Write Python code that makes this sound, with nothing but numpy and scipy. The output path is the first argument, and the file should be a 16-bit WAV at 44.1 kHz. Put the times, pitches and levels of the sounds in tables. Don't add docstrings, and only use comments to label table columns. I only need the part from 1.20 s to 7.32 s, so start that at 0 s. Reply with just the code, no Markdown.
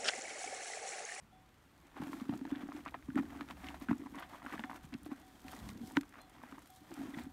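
import sys
import numpy as np
from scipy import signal
from scipy.fft import rfft, irfft
from scipy.io import wavfile

SR = 44100
rng = np.random.default_rng(int(sys.argv[2]) if len(sys.argv) > 2 else 0)


def undo_db(level):
    steps = np.asarray(level, float) / 20
    return 10 ** steps


def dump_mix(stems):
    frames = np.atleast_2d(stems).T
    limited = np.clip(frames, -1, 1)
    pcm = np.round(limited * 32767).astype(np.int16)
    wavfile.write(sys.argv[1], SR, pcm)


N = 269892


def evened(x):
    return x / np.sqrt(np.mean(x ** 2) + 1e-20)


def curve(rows, column, t=None):
    rows = np.asarray(rows)
    if t is None:
        t = np.arange(N) / SR
    return np.interp(t, rows[:, 0], rows[:, column])


def coloured(x, points):
    f, db = np.transpose(points)
    hz = np.fft.rfftfreq(len(x), 1 / SR)
    gain = undo_db(np.interp(np.log(hz + 1), np.log(f + 1), db))
    return evened(irfft(rfft(x) * gain, len(x)))


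def add(mix, start_s, sound):
    part = mix[round(start_s * SR):][:len(sound)]
    part += sound[:len(part)]


def resonate(x, hz, width_hz):
    turn = np.exp(2j * np.pi * np.cumsum(hz * np.ones(len(x))) / SR)
    r = np.exp(-np.pi * width_hz / SR)
    return 2 * (turn * signal.lfilter([1 - r], [1, -r], x / turn)).real


def steep(x, hz, width_hz):
    return evened(resonate(resonate(x, hz, width_hz), hz, width_hz))


def ring(hz, t60_s, rise_s, t):
    shape = (1 - np.exp(-(t / rise_s) ** 2)) * undo_db(-60 * t / t60_s)
    return shape / shape.max() * np.sin(2 * np.pi * hz * t)


def random_hits(per_s, spread_db):
    size = undo_db(spread_db * np.minimum(rng.exponential(1, N), 3))
    return size * (rng.random(N) < per_s / SR)


def grains(per_s, spread_db, length_s):
    age = np.arange(2000) / (length_s * SR)
    puffs = signal.oaconvolve(random_hits(per_s, spread_db), age * np.exp(-age))[:N]
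    return evened(puffs * rng.standard_normal(N))


# f/Hz, level/dB per Hz
AIR_SPECTRUM = [(15, -42), (25, 4), (205, -4), (480, -12.5), (1110, -12.5), (2560, -19), (4500, -30.5),
                (15500, -54)]
# t/s, level/dB
WIND = [(0.0, -71), (0.2, -85.5), (2.44, -65), (2.59, -66), (2.8, -71), (4.24, -73.5), (4.5, -63),
        (4.99, -83), (6.12, -68.5)]


def air():
    hiss_db = -66.5
    wind_spectrum = [(15, -43.0), (35, -14.0), (65, -2.0), (110, -13), (200, -9.0), (400, -46.5)]
    hiss = coloured(rng.standard_normal(N), AIR_SPECTRUM)
    wind = coloured(grains(110, 1.0, 0.045), wind_spectrum)
    return undo_db(hiss_db) * hiss + undo_db(curve(WIND, 1) + 7.0) * wind


# t/s, level/dB
MOTION = [(0.0, -81), (0.75, -67.5), (0.99, -56.5), (1.43, -55.5), (1.76, -60), (1.92, -65.5), (2.04, -53),
          (2.42, -61), (2.8, -53), (3.08, -71), (3.46, -58.5), (3.54, -65.5), (4.18, -62), (4.64, -57),
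          (4.91, -63.5), (5.69, -79), (5.88, -49.5), (6.12, -68.5)]


def follow(law):
    calm_db = -60
    level_db, slope = law
    return level_db + slope * (curve(MOTION, 1) - calm_db)


# centre t/s, half length/s, crunch level/dB, swish level/dB
STROKES = [(0.776, 0.012, -55, -81), (0.833, 0.044, -55, -68.5), (0.94, 0.065, -62, -64.5),
           (0.995, 0.044, -59.5, -74), (1.133, 0.027, -58, -69.5), (1.385, 0.073, -57, -86),
           (1.577, 0.033, -57.5, -69.5), (2.162, 0.054, -56.5, -71.5), (2.462, 0.054, -55.5, -65.5),
           (4.472, 0.045, -58.5, -65), (2.999, 0.034, -52, -68), (3.146, 0.034, -55.5, -66.5),
           (3.34, 0.076, -55.5, -67), (3.976, 0.027, -62.5, -73), (4.234, 0.15, -72, -71.5),
           (4.341, 0.05, -57, -62.5), (4.677, 0.043, -65, -63), (4.983, 0.029, -58, -76),
           (5.14, 0.046, -65, -77), (5.303, 0.078, -60.5, -73), (5.764, 0.096, -63.5, -68.5),
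           (5.827, 0.071, -57, -68), (5.995, 0.038, -56, -63.5), (5.497, 0.11, -89, -71.5),
           (0.67, 0.025, -66, -85)]
# centre t/s, crunch level/dB, swish level/dB
FLICKS = [(1.302, -65, -73), (1.419, -50.5, -67.5), (1.675, -50.5, -82), (1.752, -56.5, -82.5),
          (1.984, -44.5, -65), (2.206, -58, -76), (2.31, -51, -64), (2.556, -55.5, -68), (2.631, -55, -63),
          (2.707, -52, -66), (2.868, -68, -80), (3.341, -47.5, -65), (3.452, -64, -82), (3.508, -55, -67),
          (3.561, -54, -63), (3.644, -60.5, -66.5), (3.743, -59, -82), (3.864, -63.5, -66),
          (3.922, -54, -69), (4.495, -64, -62), (4.772, -53, -61), (5.24, -67, -74), (5.316, -75, -72),
          (5.573, -73, -67.5)]


def brushing(law, column):
    flick_s = 0.011
    t = np.arange(N) / SR
    power = undo_db(2 * follow(law))
    flicks = [(s, flick_s, crunch_db, swish_db) for s, crunch_db, swish_db in FLICKS]
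    for row in STROKES + flicks:
        centre_s, half_s = row[:2]
        first = max(round((centre_s - 4 * half_s) * SR), 0)
        near = slice(first, round((centre_s + 4 * half_s) * SR))
        power[near] += undo_db(2 * row[column]) * np.exp(-.8 * ((t[near] - centre_s) / half_s) ** 2)
    return np.sqrt(power)


def crackles():
    out = np.zeros(N)
    t = np.arange(900) / SR
    for hz in np.geomspace(700, 3800, num=16):
        out += signal.oaconvolve(random_hits(22, 4.3), ring(hz, 0.059, 0.00097, t))[:N]
    return evened(out)


# f/Hz, level/dB per Hz
CRUNCH = [(240, -78), (500, -5), (720, -0.5), (1290, -3), (1900, -4.5), (3000, -14), (7000, -41.5),
          (9100, -81)]
# f/Hz, level/dB per Hz
SWISH = [(1760, -79), (3150, -1.5), (5000, -6.5), (6010, -6), (9400, -7.5), (10400, -12), (11500, -8),
         (15800, -13)]
# level/dB at calm effort, slope/dB per dB of effort
BODY_FOLLOWS = (-62.5, 1.18)
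CRUNCH_FOLLOWS = (-68.5, 0.45)
SWISH_FOLLOWS = (-73, 0.29)


def grass():
    body_hz, body_width_hz = 275, 60
    scuffs = grains(500, 4.7, 0.001)
    soft = grains(200, 2.3, 0.004) + 0.61 * rng.standard_normal(N)
    shaken = evened(resonate(resonate(soft, body_hz, body_width_hz), body_hz, 180.0))
    blades = 0.5 * scuffs + 0.5 * grains(210, 11.0, 0.00083) + rng.standard_normal(N)
    stems = 0.74 * scuffs + 0.18 * crackles() + 0.62 * rng.standard_normal(N)
    crunch_level = brushing(CRUNCH_FOLLOWS, column=2)
    swish_level = brushing(SWISH_FOLLOWS, column=3)
    body_level = np.hypot(undo_db(follow(BODY_FOLLOWS)), 0.75 * crunch_level)
    crunch = crunch_level * coloured(stems, CRUNCH)
    swish = swish_level * coloured(blades, SWISH)
    return body_level * shaken + crunch + swish


# f/Hz, t60/s
BELL = [(751, 0.7), (3440, 0.41), (4146, 0.19)]
# t/s, peak level/dB, middle partial relative level/dB, top partial relative level/dB
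CLINKS = [(.127, -60.5, -14, -27), (1.302, -58.5, -8, -25.5), (2.434, -54, -25, -22),
          (2.981, -54.5, -20, -30), (3.447, -53, -18, -29.5), (4.028, -60.5, -16, -30.5),
          (4.248, -56, -30, -28.5), (4.633, -58, -22, -25), (5.004, -61.5, -9, -0.5),
          (5.497, -58, -16, -29), (6.013, -61.5, -17, -16)]


def bell():
    out = np.zeros(N)
    t = np.arange(SR // 2) / SR
    low, middle, top = (ring(hz, t60_s, 0.0043, t) for hz, t60_s in BELL)
    low = low * abs(1 + 0.16 * np.exp(2j * np.pi * 22 * t))
    for s, db, middle_db, top_db in CLINKS:
        add(out, s - .004, undo_db(db) * (low + undo_db(middle_db) * middle + undo_db(top_db) * top))
    return out


# t/s, peak level/dB, colour f/Hz
TICKS = [(0.6697, -52.5, 5400), (0.8178, -59, 5000), (0.8178, -47, 6130), (1.144, -51, 5400),
         (1.156, -51, 5580), (1.1757, -42, 5700), (1.2972, -51, 5290), (1.3576, -64, 5180),
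         (1.5645, -47, 5740), (1.652, -46.5, 6340), (1.956, -44, 8400), (2.0346, -60, 6540),
         (2.104, -59, 5540), (2.212, -52, 5170), (2.289, -58, 6920), (2.306, -52, 6020),
         (2.4307, -57, 7120), (2.5998, -47, 11600), (2.711, -52, 5320), (2.7545, -53, 9400),
         (2.7817, -46.5, 6450), (2.8612, -56, 6060), (2.9562, -45, 6590), (2.9973, -41.5, 11700),
         (3.0963, -48, 5320), (3.253, -48, 7180), (3.313, -49, 5740), (3.3914, -57, 5640),
         (3.4374, -53, 5440), (3.5192, -51, 6130), (3.5621, -46, 6700), (3.6394, -63, 8360),
         (3.74, -52, 5310), (3.832, -44.5, 9550), (3.856, -45, 11700), (3.9986, -51, 9250),
         (4.2031, -50, 6320), (4.282, -43.5, 5630), (4.3185, -42, 11400), (4.3498, -43, 5910),
         (4.489, -38, 5210), (4.576, -45, 5290), (4.648, -56, 5120), (4.6732, -39, 6640), (4.72, -44, 8710),
         (4.7654, -45, 6800), (4.7683, -36, 5870), (4.8102, -38.5, 5870), (4.892, -49, 8850),
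         (5.0158, -45, 8850), (5.097, -49, 9480), (5.3136, -54, 6920), (5.3914, -48, 8730),
         (5.4228, -53, 7510), (5.4738, -48, 11600), (5.503, -43.5, 12000), (5.548, -53, 9540),
         (5.561, -45, 6810), (5.7398, -39, 7380), (5.896, -49.5, 6260)]


def ticks():
    out = np.zeros(N)
    t = np.arange(900) / SR
    for s, db, hz in TICKS:
        noise = evened(resonate(rng.standard_normal(len(t)), hz, 3800))
        add(out, s - .001, undo_db(db - 0.5 - 60 * t / 0.013) * np.tanh(t / 0.0029) * noise)
    return out


# t/s, peak level/dB, ring f/Hz, treble relative level/dB
SNAPS = [(.767, -38.5, 1080, -18), (.999, -43.5, 1140, -4), (1.094, -36, 950, -10.5),
         (1.137, -36, 734, -13), (1.212, -46.5, 800, -9), (1.252, -37, 900, -15),
         (1.304, -43.5, 1100, -3.5), (1.357, -43, 3300, -5), (1.679, -39.5, 1280, -5.5),
         (2.209, -31, 1210, -11), (2.287, -46.5, 1397, 0.5), (2.308, -36.5, 1030, -2.5),
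         (2.443, -40, 2120, -9), (2.468, -45, 3000, 0), (2.613, -44, 1100, -8), (3.024, -42, 1080, -6),
         (2.486, -40, 2100, 1), (3.394, -34, 850, -6), (5.986, -41, 2100, -16), (3.862, -43, 725, -5),
         (4.282, -41.5, 2040, -1.5), (4.331, -38, 790, -14), (4.491, -49, 1390, 9.5), (4.71, -42, 870, -21),
         (4.8105, -43, 1970, -3), (4.832, -43, 1250, -10), (5.3135, -49, 1480, -4),
         (5.324, -38.5, 1330, -20), (5.382, -41.5, 1070, -24.5), (5.715, -42, 774, -20),
         (3.7394, -38.5, 2530, 0.5), (3.3275, -42, 1060, -20), (1.4214, -47, 1300, -13),
         (3.5446, -43, 1090, -21)]
# t/s, peak level/dB, ring f/Hz
POPS = [(0.82, -34, 885), (0.931, -32.5, 1100), (1.488, -39, 760), (1.52, -35, 1080), (1.6613, -29.5, 1090),
        (1.7435, -30.5, 1080), (1.903, -41, 1570), (1.9562, -36.5, 1860), (1.9777, -30, 1340),
        (2.543, -38.5, 865), (2.6861, -31.5, 1460), (2.6938, -32, 1510), (2.711, -25.5, 950),
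        (2.729, -36.5, 1240), (2.861, -39.5, 1020), (2.9848, -37.5, 1100), (3.005, -41, 1250),
        (3.263, -32, 1490), (3.295, -40, 1340), (3.3245, -34, 1950), (3.338, -32, 1150), (3.438, -29, 1790),
        (3.497, -32.5, 940), (3.513, -34.5, 1060), (3.531, -38.5, 997), (3.915, -40, 1040),
        (5.236, -36.5, 930), (5.9465, -41, 1980), (5.987, -38.5, 864),
        (0.743, -51, 1070), (0.784, -45, 1070), (1.008, -40.5, 1140), (1.055, -46, 1170),
         (1.125, -39, 776), (1.276, -45.5, 1420), (1.328, -45, 1440), (1.351, -41.5, 1680),
         (1.395, -49, 867), (1.571, -50, 1920), (1.591, -46, 1070), (1.686, -40.5, 2300),
         (1.7222, -48, 900), (1.825, -50.5, 1910), (1.886, -46.5, 1040), (2.03, -43, 818),
         (2.194, -47, 1280), (2.816, -49, 1900), (2.837, -47, 1100), (2.869, -38, 960), (2.946, -41.5, 993),
         (3.026, -40, 1420), (3.134, -40, 1040), (3.146, -38.5, 1050), (3.22, -42, 1010), (3.249, -40, 802),
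         (3.303, -39, 1100), (3.379, -37, 1720), (3.7308, -46, 2200), (3.848, -52, 3330), (3.857, -59, 810),
         (4.428, -57, 1020), (4.692, -52, 864), (4.7608, -44, 1300), (4.925, -49, 1720), (4.941, -44, 1510),
         (4.956, -42.5, 1270), (5.144, -54, 1130), (5.217, -49, 1110), (5.353, -46, 1100),
         (5.689, -59, 872), (5.777, -46, 820), (5.969, -42, 886), (1.9865, -30.5, 1270),
         (4.7662, -36, 1700), (4.7585, -47, 2300), (4.753, -48, 2100), (3.7245, -50, 1500),
         (3.7465, -52, 1710), (3.7495, -51, 1390), (2.714, -35, 1230), (2.7068, -36, 1400),
         (1.6525, -49, 2000), (3.268, -35.5, 1000), (3.4058, -42, 1500), (2.5055, -40.5, 910),
         (2.2935, -46, 1400), (1.6705, -38, 1290), (1.9935, -45, 1880), (1.742, -36, 1940),
         (1.7475, -36.5, 720), (3.4413, -35, 1000)]
# f/Hz, level/dB, t60/s
STICK = [(590, -28.5, 0.013), (960, -24, 0.019), (1515, -19.5, 0.01), (1835, -16.5, 0.0047),
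         (2770, -20, 0.0039), (3700, -24.5, 0.0037), (4880, -29, 0.0011)]


def snaps():
    dull_treble_db, stick_s = -50, 4.7697
    out = np.zeros(N)
    t = np.arange(2000) / SR
    stems = SNAPS + [(*row, dull_treble_db) for row in POPS]
    for s, db, hz, treble_db in stems:
        low, high = rng.standard_normal((2, len(t)))
        crack = ring(hz, 8.6 / hz + 0.0022, 0.00038, t)
        crack = crack + 520 / hz * ring(hz * 1.634, 0.0027, 0.00094, t)
        tail = steep(low, .5 * hz + 600, 930) * undo_db(-60 * t / 0.038) * np.tanh(t / 0.0024)
        edge = steep(high, 2760, 2130) * undo_db(-60 * t / 0.013) * np.tanh(t / 0.00061)
        add(out, s, undo_db(db - 1.0) * (crack + 0.27 * tail + undo_db(treble_db) * edge))
    add(out, stick_s, sum(undo_db(db) * ring(hz, t60_s, 0.00028, t) for hz, db, t60_s in STICK))
    return out


# t/s, peak level/dB, ring f/Hz, low push relative level/dB
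THUMPS = [(0.801, -33.5, 263, -7), (.823, -33, 292, -4), (0.871, -35, 261, -11), (.936, -35, 292, -16),
          (1.017, -31.5, 248, -13), (1.093, -24.5, 275, -9.5), (1.127, -31, 249, -6.5),
          (1.215, -32.5, 268, -19), (1.253, -36, 285, -29), (1.322, -26.5, 275, -14),
          (1.435, -34, 264, -25), (1.549, -36, 290, -30), (1.887, -33, 267.6, -6.5),
          (1.948, -33.5, 275, -31), (1.961, -22, 282.6, -15), (1.988, -22, 282.6, -17),
          (2.214, -34.5, 275, -10.5), (2.6956, -23, 236.5, -34), (2.713, -20.5, 280.4, -10.5),
          (2.821, -36, 283.3, -25), (3.342, -39.5, 291, -9), (3.394, -37.5, 231, -30),
          (3.443, -36, 277, -30), (3.733, -40, 251, -24), (3.747, -32.5, 263, -9), (3.919, -32, 276, -36),
          (4.7737, -19.5, 279.3, -16.5), (5.794, -33, 275, -13), (5.97, -35.5, 285, -2),
          (6.067, -37, 273, -16)]
# t/s, peak level/dB, ring f/Hz
STEPS = [(0.894, -37, 292), (1.158, -35, 292), (1.408, -41, 293), (1.488, -38, 283), (1.666, -45, 276),
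         (1.743, -44.5, 279), (1.918, -42, 268), (2.044, -38, 284), (2.279, -53, 243), (2.492, -42.5, 286),
         (2.619, -38.5, 275), (2.796, -38.5, 275), (2.858, -38.5, 265), (2.925, -42.5, 268),
         (2.967, -39, 275), (3.247, -43.5, 280), (3.499, -41.5, 275), (3.863, -39.5, 306), (3.89, -41, 296),
         (4.248, -44.5, 261), (4.732, -45, 267), (4.806, -43, 275), (4.967, -53, 275), (5.235, -46.5, 256),
         (5.326, -39.5, 275), (5.378, -48.5, 303), (5.617, -50.5, 296), (5.722, -38.5, 315),
         (5.834, -38, 278), (5.874, -49, 278),
         (0.77, -47, 268), (0.844, -45.5, 308), (0.921, -44, 288), (0.959, -45.5, 313),
          (0.979, -42.5, 277), (1.057, -47, 280), (1.109, -43, 246), (1.142, -36, 284), (1.176, -45, 286),
          (1.272, -41, 304), (1.364, -37.5, 283), (1.391, -42.5, 266), (1.457, -39, 284),
          (1.532, -44.5, 274), (1.579, -41, 288), (1.597, -43.5, 287), (2.106, -47, 279),
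          (2.119, -43.5, 269), (2.159, -40, 282), (2.312, -45, 221), (3.141, -50, 240), (3.228, -51, 275),
          (3.263, -42.5, 250), (3.359, -46, 232), (3.577, -46, 274), (4.713, -49, 283), (5.708, -46, 322),
          (5.777, -40.5, 267), (5.812, -36.5, 272), (5.854, -37, 300), (5.889, -40, 285), (5.909, -48, 248),
          (5.937, -44, 276), (5.952, -45, 304), (5.981, -36.5, 242), (6.003, -38, 270), (6.044, -42.5, 260),
          (2.007, -32.5, 289), (2.688, -32, 267), (4.765, -35, 231), (1.412, -43, 283), (2.201, -41, 275),
          (2.731, -41, 290), (3.726, -46, 270)]
# level/dB, f/Hz, t60/s
KNOCK = (-43, 156, 0.035)


def thumps():
    step_push_db, knock_s = -12.5, 3.643
    out = np.zeros(N)
    t = np.arange(4400) / SR
    blows = THUMPS + [(*row, step_push_db) for row in STEPS]
    for s, db, hz, push_db in blows:
        a, b = rng.random(2)
        neighbour = .26 * ring(hz * (.76 + .3 * a), .12, .008, t)
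        body = ring(hz, 0.077, 0.0036, t) + neighbour
        push = undo_db(push_db) * ring(130 + 50 * b, 0.034, 0.0076, t)
        add(out, s - .003, undo_db(db - 2.5) * (body + push))
    knock_db, knock_hz, knock_t60_s = KNOCK
    add(out, knock_s, undo_db(knock_db) * ring(knock_hz, knock_t60_s, .003, t))
    return out


# t/s, level/dB, pitch f/Hz
HUM = [
    (2.36, -70, 76.4),
    (2.474, -56.5, 68.3),
    (2.7, -64, 69),
]
# t/s, level/dB, throat factor, chest level/dB
GRUNT = [(4.36, -47, 0.75, -10), (4.39, -54.5, 0.98, -24), (4.42, -55, 0.93, 0), (4.48, -51.5, 0.92, 1),
         (4.57, -49, 0.955, -4), (4.595, -58, 1.2, -14), (4.615, -46.5, 1.065, -17), (4.645, -46, 0.92, -4),
         (4.68, -69, 2.3, -11)]
# t/s, pulse f/Hz
FOLDS = [(4.36, 32), (4.41, 33), (4.45, 46), (4.47, 32), (4.585, 32), (4.60, 48), (4.63, 37)]
# f/Hz, width/Hz, level/dB
THROAT = [
    (103, 56, 2.5),
    (223, 28, 5),
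    (377, 79, -11),
]


def pig():
    out = np.zeros(N)
    t = np.arange(HUM[0][0], HUM[-1][0], 1 / SR)
    hum = np.sqrt(2) * np.sin(2 * np.pi * np.cumsum(curve(HUM, 2, t)) / SR)
    add(out, t[0], undo_db(curve(HUM, 1, t)) * hum * signal.windows.tukey(len(t), .15))

    t = np.arange(GRUNT[0][0], GRUNT[-1][0], 1 / SR)
    turns = np.cumsum(curve(FOLDS, 1, t)) / SR + .35
    pulses = np.diff(np.floor(turns), prepend=0)
    drive = pulses + 0.0058 * rng.standard_normal(len(t))
    factor = np.clip(curve(GRUNT, 2, t), .9, 1.12)
    bands = []
    for hz, width_hz, db in THROAT:
        band = resonate(resonate(drive, hz * factor, width_hz), hz * factor, 1.9 * width_hz)
        bands.append(undo_db(db) * evened(band))
    throat = undo_db(curve(GRUNT, 3, t)) * bands[0] + sum(bands[1:])
    add(out, t[0], undo_db(curve(GRUNT, 1, t)) * evened(throat) * signal.windows.tukey(len(t), .1))
    return out


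# start t/s, peak level/dB, lower band f/Hz
RASPS = [(2.465, -47.5, 2000), (2.979, -50, 1870), (3.027, -48.5, 1860), (5.936, -51.5, 2000),
         (5.982, -49, 1950), (6.01, -54.5, 2300)]


def rasps():
    out = np.zeros(N)
    t = np.arange(1300) / SR
    swell = np.tanh(t / 0.006) * np.exp(-(t / 0.013) ** 2)
    for s, db, hz in RASPS:
        noise = rng.standard_normal(len(t))
        bands = steep(noise, hz, 410) + 0.58 * steep(noise, 1.646 * hz, 700)
        add(out, s, undo_db(db) * swell * bands)
    return out


def scene():
    return (air() + grass() + bell() + ticks() + snaps() + thumps() + pig() + rasps())[None]


def low_pass(x):
    return signal.sosfilt(signal.butter(12, 15930, fs=SR, output="sos"), x)


def record(dry):
    bass_cut = signal.sosfilt(signal.butter(2, 30, "high", fs=SR, output="sos"), dry)
    limited = signal.oaconvolve(bass_cut, signal.firwin(255, 15760, fs=SR)[None], "same")
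    return low_pass(limited)


dry = scene()
out = record(dry)
dump_mix(out)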